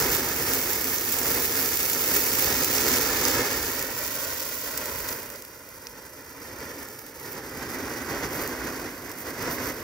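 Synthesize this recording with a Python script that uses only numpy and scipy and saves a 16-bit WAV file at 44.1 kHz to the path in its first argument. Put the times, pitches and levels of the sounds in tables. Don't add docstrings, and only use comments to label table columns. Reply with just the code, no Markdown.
import sys
import numpy as np
from scipy import signal
from scipy.fft import rfft, irfft, next_fast_len
from scipy.io import wavfile

SR = 44100
rng = np.random.default_rng(int(sys.argv[2]) if len(sys.argv) > 2 else 0)


def gain_from_db(level_db):
    decades = np.asarray(level_db, float) / 20
    return 10 ** decades


def generate_wav(sig):
    pcm = np.round(np.clip(np.atleast_2d(sig).T, -1, 1) * 32767).astype(np.int16)
    wavfile.write(sys.argv[1], SR, pcm)


N = 433491
TAPS = 4096
PORT_DELAY = 64


def evened(x):
    return x / np.sqrt(np.mean(x ** 2) + 1e-20)


def read(points, hz):
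    f, value = np.transpose(points)
    return np.interp(np.log(hz + 1), np.log(f + 1), value)


def curve(rows, column):
    return np.interp(np.arange(N) / SR, np.transpose(rows)[0], np.transpose(rows)[column])


def surges(rows):
    t = np.arange(0, N + 64, 64) / SR
    centre, db, half = np.transpose(rows)[:, :, None]
    total_db = (db * np.exp(-((t - centre) / half) ** 2)).sum(axis=0)
    return np.interp(np.arange(N) / SR, t, total_db)


def gusts(low_hz, high_hz):
    size = N // 16 + 2
    hz = np.fft.rfftfreq(size, 16 / SR)
    shape = hz / (hz + low_hz) / np.sqrt(hz + low_hz) / (1 + (hz / high_hz) ** 2)
    slow = irfft(rfft(rng.standard_normal(size)) * shape, size)
    return evened(np.interp(np.arange(N) / 16, np.arange(len(slow)), slow))


# f/Hz, lead/rad
PORT_LEAD = [(0, 0), (1030, -.3), (2070, .6), (3100, 2.6), (3500, 4.7), (4800, 6.3), (5900, 6.7), (7450, 9),
             (7950, 6.9), (8900, 6.7), (11250, 9.4), (11900, 11.9), (13000, 13.3), (15600, 15.8)]


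def ports(left, right, low_cut_hz, lag_s=0.):
    hz = np.fft.rfftfreq(TAPS, 1 / SR)
    gain = gain_from_db(np.maximum(read(left, hz), -100)) / np.sqrt(1 + (low_cut_hz / (hz + 1)) ** 4)
    log_gain = np.log(np.r_[gain, gain[-2:0:-1]])
    phase = signal.hilbert(log_gain).imag[:len(hz)]
    causal = gain * np.exp(-1j * phase - 2j * np.pi * hz * PORT_DELAY / SR)
    turn = np.exp(-1j * read(PORT_LEAD, hz) - 2j * np.pi * hz * lag_s)
    return np.array([causal, causal * turn * gain_from_db(read(right, hz) - read(left, hz))])


def heard(x, response):
    taps = irfft(np.atleast_2d(response), TAPS)
    return signal.oaconvolve(np.atleast_2d(x), taps, axes=1)[:, PORT_DELAY:N + PORT_DELAY]


def shaped(x, bands):
    size = next_fast_len(N)
    hz, z, out = np.fft.rfftfreq(size, 1 / SR), rfft(x, size), 0
    for from_hz, to_hz, low_hz, high_hz, level in bands:
        part = 1 / (1 + (from_hz / (hz + 1)) ** 8) - 1 / (1 + (to_hz / (hz + 1)) ** 8)
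        inside = (hz > low_hz) & (hz < high_hz)
        core = np.sqrt(2 * np.sum(abs(z.mean(0)[inside]) ** 2) / size / N)
        out = out + irfft(z * part, size)[:, :N] * level / core
    return out


def dip(x, hz, width_hz, depth):
    turn, r = np.exp(2j * np.pi * np.cumsum(hz) / SR), np.exp(-np.pi * width_hz / SR)
    return x - depth * 2 * (turn * signal.lfilter([1 - r], [1, -r], x / turn)).real


# t/s, ground delay/ms, ground share, rim delay/ms, rim share
STONE_ECHOES = [
    (0, 2.37, 0.34, 3.73, -0.035),
    (3, 2.32, 0.34, 3.38, -0.092),
    (3.6, 2.38, 0.52, 2.4, -.2),
    (4.2, 2.1, 0.72, 2.55, -0.39),
    (6, 2.14, 0.45, 2.7, -0.13),
    (6.7, 2.2, 0.38, 2.7, -0.15),
    (7.1, 2.36, 0.34, 2.08, 0.19),
    (7.5, 2.2, 0.18, 2.53, 0.22),
    (8, 2.08, 0.16, 2.7, 0.13),
    (9.83, 2.06, 0.3, 3.1, 0.11),
]


def echoed(x, earlier_ms):
    n = np.arange(N)
    dull = signal.lfilter(*signal.butter(1, [250, 5000], "bandpass", fs=SR), x)
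    ground = np.interp(n - (curve(STONE_ECHOES, 1) - earlier_ms) * SR / 1000, n, dull)
    rim = np.interp(n - (curve(STONE_ECHOES, 3) - earlier_ms) * SR / 1000, n, dull)
    return x + curve(STONE_ECHOES, 2) * ground + curve(STONE_ECHOES, 4) * rim


# t/s, level/dB, weight of coarse sparks/dB
SPARK_LOAD = [(0, -36.5, 0.5), (.25, -39, 0.5), (1.1, -38.5, -1.5), (2.2, -34.5, -1), (2.7, -37, 2.5),
              (3.4, -40, 4.5), (3.8, -40.5, -0.5), (4.6, -43.5, 0.5), (5.15, -47.5, -3), (5.5, -62, -4),
              (6, -73, 0), (9.83, -75, -2)]
# t/s, level/dB, half length/s
FLARES = [(0, 4, 0.034), (.13, 4.5, 0.032), (.53, 2, 0.11), (.71, 3, .04), (.94, 3.5, .05),
          (1.13, 3.5, 0.03), (1.31, 3.5, 0.072), (1.45, 3, 0.03), (1.62, 2, 0.052), (9.29, 3.5, 0.029),
          (2.16, 3, 0.036), (2.43, 2.5, 0.072), (2.62, 0.5, 0.034), (2.76, 4, 0.026), (2.96, 3, 0.11),
          (3.28, 2.5, 0.079), (3.89, -3.5, 0.086), (4.96, 1.5, 0.1), (5.125, 3, 0.02), (7.32, 7, .022),
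          (6.81, 1.5, 0.06), (7.0, 2.5, .06), (7.23, 4.5, 0.058), (8.35, 5, 0.033), (8.43, 7, .025),
          (8.485, 1, 0.02), (9.2, 6.5, .028), (9.43, 5, .025), (9.53, 8, 0.04), (9.66, 6, 0.071)]


def cloud_db():
    load, flare = curve(SPARK_LOAD, 1), surges(FLARES)
    return load + curve(SPARK_LOAD, 2) + 0.78 * flare, load + flare


# t/s, roar level/dB
BURN = [(0, -30.5), (.3, -31.5), (1.1, -36), (1.8, -35.5), (2.35, -33), (2.9, -29), (3.45, -29.5),
        (3.85, -35.5), (4.55, -40.5), (5.12, -38), (5.5, -47.5), (6.1, -47), (6.75, -40), (7.1, -47.5),
        (7.75, -34), (8.7, -34), (9.0, -41.5), (9.83, -38.5)]
# t/s, level/dB, half length/s
PUFFS = [(.08, 3.5, 0.069), (.52, 1.5, 0.05), (.7, 3, 0.024), (.9, 1.5, 0.055), (1.31, 6, 0.1),
         (1.61, 4, .07), (1.95, 1.5, 0.07), (2.14, 2.5, 0.091), (2.5, 2, .08), (2.93, 0.5, .06),
         (3.37, 2.5, 0.057), (4.3, 3, 0.057), (4.84, 3.5, 0.15), (5.09, 2.5, .03), (5.97, 2.5, .04),
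         (6.52, 1.5, 0.061), (6.62, 4, 0.024), (7.24, 3.5, 0.14), (7.38, 1.5, 0.042), (7.63, 3, 0.026),
         (8.05, -2.5, 0.029), (8.14, 4.5, 0.044), (8.24, 6.5, 0.02), (8.41, 3, 0.059), (8.68, 4.5, 0.016),
         (8.87, 4.5, 0.03), (9.09, 2, 0.064), (9.28, 6, 0.033), (9.47, 9.5, 0.12), (9.66, 8, 0.072)]
# t/s, gain
MOUTH_RING = [
    (0, 0),
    (5.1, 0.),
    (5.5, 1.5),
    (7.3, 0.99),
    (7.7, 0.17),
    (9.83, 0),
]
# f/Hz, level/dB per Hz
JET_LEFT = [(40, -1), (215, -10), (255, 2.5), (540, -7.5), (640, -10), (1900, -13.5), (2600, -21),
            (4200, -20.5), (5300, -18.5), (6200, -23.5), (7300, -18), (8600, -29), (10300, -23),
            (15600, -22.5)]
JET_RIGHT = [(40, 2), (215, -11.5), (255, 3.5), (540, -5.5), (640, -9.5), (1900, -6), (2600, -17),
             (3400, -35), (4800, -12.5), (6500, -12.5), (8600, -24), (10300, -17), (13000, -15.5),
             (15600, -14)]
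# f/Hz, likeness 0-1
JET_LIKENESS = [(60, 0.94), (450, 1), (1200, 0.75), (2200, 0.93), (3400, 0.3), (4500, 0.98), (7300, 0.66),
                (7800, 0.4), (8600, 0.45), (11200, 0.8), (15000, 0.87)]
# t/s, first dip f/Hz, second dip f/Hz
HAND_DIPS = [
    (0, 7740, 10900),
    (5.5, 8150, 12100),
    (6.5, 7800, 11400),
    (7.5, 7900, 11400),
    (8.1, 8200, 11600),
    (8.5, 7950, 11600),
    (9.83, 7700, 10800),
]


def jet():
    flutter, spit = gusts(1.2, 46), gusts(3.9, 330)
    gas, stray = rng.standard_normal((2, N)) * gain_from_db(1.0 * flutter)
    hz = np.fft.rfftfreq(TAPS, 1 / SR)
    response = ports(JET_LEFT, JET_RIGHT, 49)
    same = np.clip(read(JET_LIKENESS, hz), 0, 1)
    mouth = 1 / (1 + ((hz - 5800) / 500) ** 2)

    left = heard(echoed(gas, 0.0049), response[0])
    left = left + curve(MOUTH_RING, 1) * heard(gas, response[0] * mouth)
    right = heard(echoed(gas, 0.15), response[1] * same)
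    right = right + heard(stray, response[1] * np.sqrt(1 - same ** 2))
    right = dip(right[0], curve(HAND_DIPS, 1), 900, .6)
    right = dip(right, curve(HAND_DIPS, 2), 1000, .56)

    burn, puff, flare = curve(BURN, 1), surges(PUFFS), surges(FLARES)
    roar_db = burn + puff
    thrum_db = roar_db - 2.5 - 13.5 * curve(STONE_ECHOES, 2)
    hiss_db = -50.5 + 0.83 * (burn + 40) + 0.93 * puff + 0.26 * flare
    fizz_db = -46.5 + 0.44 * (burn + 40) + .15 * puff + flare
    stream_db = np.array(cloud_db()) - 2.5
    hiss, fizz = np.hypot(gain_from_db([hiss_db, fizz_db]), gain_from_db(stream_db))
    top_db = 2.3 * spit - 1.5 + .6 * flare + 0.16 * (burn + 40)
    return shaped(np.vstack([left, right]), [
        (0, 130.5, 46, 142, gain_from_db(roar_db - 13.0)),
        (130.0, 314, 51, 296, gain_from_db(thrum_db)),
        (327, 3290, 93, 4800, gain_from_db(roar_db)),
        (2550, 8740, 4080, 7600, hiss * gain_from_db(1.2 * spit)),
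        (8470, 12600, 8100, 18000, fizz * gain_from_db(2.2 * spit)),
        (13800, 30000, 8100, 15400, fizz * gain_from_db(top_db))])


# f/Hz, level/dB per Hz
SPARK_LEFT = [(40, -21), (650, -21), (1900, -14.5), (2600, -8.5), (3500, -7.5), (4800, -10), (7300, -6.5),
              (8600, -14), (10300, -10.8), (13000, -11), (15500, -8.5)]
SPARK_RIGHT = [(40, -20.5), (650, -20), (1900, -7.5), (2600, -7.5), (3500, -19), (4800, -7), (7300, -3),
               (8600, -13), (10300, -14), (13000, -6.5), (15500, -3)]


def cloud():
    chance = 9000 * gain_from_db(2.2 * gusts(8, 150)) / SR
    fizz = gain_from_db(2.11 * rng.exponential(1, N)) * (rng.random(N) < chance) * rng.choice([-1, 1], N)
    snap_db = 13 + 2.5 * np.minimum(rng.exponential(1, N), 2.5)
    snaps = -gain_from_db(snap_db) * (rng.random(N) < .02 * chance)
    side, out = rng.integers(0, 8, N), 0
    for k, place in enumerate(np.linspace(-1, 1, num=8)):
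        tilt = gain_from_db([[-3 * place], [3 * place]])
        response = ports(SPARK_LEFT, SPARK_RIGHT, 1670, 6e-5 * place) * tilt
        out = out + heard((fizz + snaps) * (side == k), response)
    hiss_db, top_db = cloud_db()
    return shaped(out, [(0, 7830, 3900, 7800, gain_from_db(hiss_db)),
                        (9300, 33000, 11640, 13660, gain_from_db(top_db))])


def night():
    a, b = rng.standard_normal((2, N))
    band = signal.butter(2, [45, 160], "bandpass", fs=SR, output="sos")
    return gain_from_db(-61.5) * evened(signal.sosfilt(band, [a + 0.37 * b, a - 0.28 * b]))


POP_RING_HZ = 13700
# t/s, peak level/dB, left-right/dB, ring f/Hz
CRACKS = [(0.167, -1, -13, 13700), (0.5351, -6.5, -4, 13100), (0.5471, -3, -2, 14900),
          (0.8434, -4, -5, 14700), (0.9842, -7, -10, 6500), (1.1244, -8, 0, 13400), (1.188, -7, -6, 9950),
          (1.233, -8, -10, 9500), (1.5558, -3, 0, 15000), (1.5685, -4, -16, 13400), (1.6585, -6, -5, 13200),
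          (1.8028, -6, -3, 15100), (1.899, -2, -12, 13700), (1.9322, -2, -8, 13900), (2.394, -5, -3, 14200),
          (2.6465, 0, -5, 14670), (2.783, -3, -8, 5940), (3.2524, -.5, -15, 6300),
          (3.2836, -3.5, -4, 13000), (3.7938, -6, -5, 14900), (3.8261, -5, -2, 14900),
          (4.2485, -11, -9, 13000), (4.7746, -14, -4, 10600), (4.7768, -3, -5, 14560),
          (4.8576, -8, -7, 13800), (5.0917, -13, 1, 4650), (5.094, -14, 7, 7700), (5.0978, -14, -6, 2010),
          (5.87, -13.5, -4, 5700), (6.7841, -26, -6, 5930)]
# t/s, peak level/dB, left-right/dB
STRAYS = [(4.428, -11, -9), (5.0046, -10, -15), (5.088, -9, -3), (5.126, -12, -2), (5.3019, -16, -8),
          (5.3588, -22, -7), (5.4227, -20, -3), (5.4506, -21, -4), (5.6894, -23, -9), (5.9817, -29, -7),
          (6.471, -31, -6), (6.5868, -25, -6), (6.8876, -17, -10), (6.9924, -17, -13), (7.0649, -20, -8),
          (7.6268, -20, -8), (8.4263, -20, -6), (8.4763, -10.5, -5), (8.9291, -26, -8), (9.0935, -20, -9),
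          (9.116, -17, -8), (9.6573, -16, -9)]


def bursts():
    when, size, side, ring = rng.random(size=(34, 4)).T
    s = when * 3.6
    level_db = curve(SPARK_LOAD, 1)[(s * SR).astype(int)] + 21.5 + 19 * (size - .5)
    pan_db = 2 + 11 * (side - .5)
    ring_hz = POP_RING_HZ * np.where(ring < .2, .45, .9 + .17 * ring)
    pops = np.transpose([s, level_db, pan_db, ring_hz])
    return CRACKS + [(*row, POP_RING_HZ) for row in STRAYS] + list(pops)


def cracks():
    out, t = np.zeros((2, N + TAPS)), np.arange(400) / SR
    response = ports(SPARK_LEFT, SPARK_RIGHT, 1200, -2.3e-5)
    ring_cycles, sizzle_db, sizzle_s = 2.25, -12.5, 0.004
    rows = bursts()
    for (s, peak_db, pan_db, ring_hz), grit in zip(rows, rng.standard_normal((len(rows), len(t)))):
        decay = np.exp(-t * ring_hz / ring_cycles)
        decay = decay + gain_from_db(sizzle_db) * grit * np.exp(-t / sizzle_s)
        burst = 0.36 * np.sin(2 * np.pi * ring_hz * t) * decay
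        burst = burst + 0.33 * np.sqrt(POP_RING_HZ / ring_hz) * (t == 0)
        click = irfft(response * rfft(burst, TAPS), TAPS)
        click = click / np.linalg.norm(click, axis=1, keepdims=True)
        click = click * gain_from_db([[pan_db / 2], [-pan_db / 2]])
        click = click + .18 * np.roll(click, round(.0025 * SR), axis=1)
        at = max(round(s * SR) - 72, 0)
        out[:, at:at + TAPS] += gain_from_db(peak_db - 3) * click / abs(click).max()
    return out[:, :N]


def scene():
    return jet() + cloud() + night() + cracks()


def top_cut(x):
    return signal.sosfilt(signal.butter(12, 16300, fs=SR, output="sos"), x)


def record(dry):
    heavy = signal.sosfilt(signal.butter(4, 48, "highpass", fs=SR, output="sos"), dry)
    edge = signal.firwin(511, 15750, window=("kaiser", 8), fs=SR)
    limited = signal.oaconvolve(heavy, edge[None], "same", axes=1)
    return top_cut(limited)


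dry = scene()
out = record(dry)
generate_wav(out)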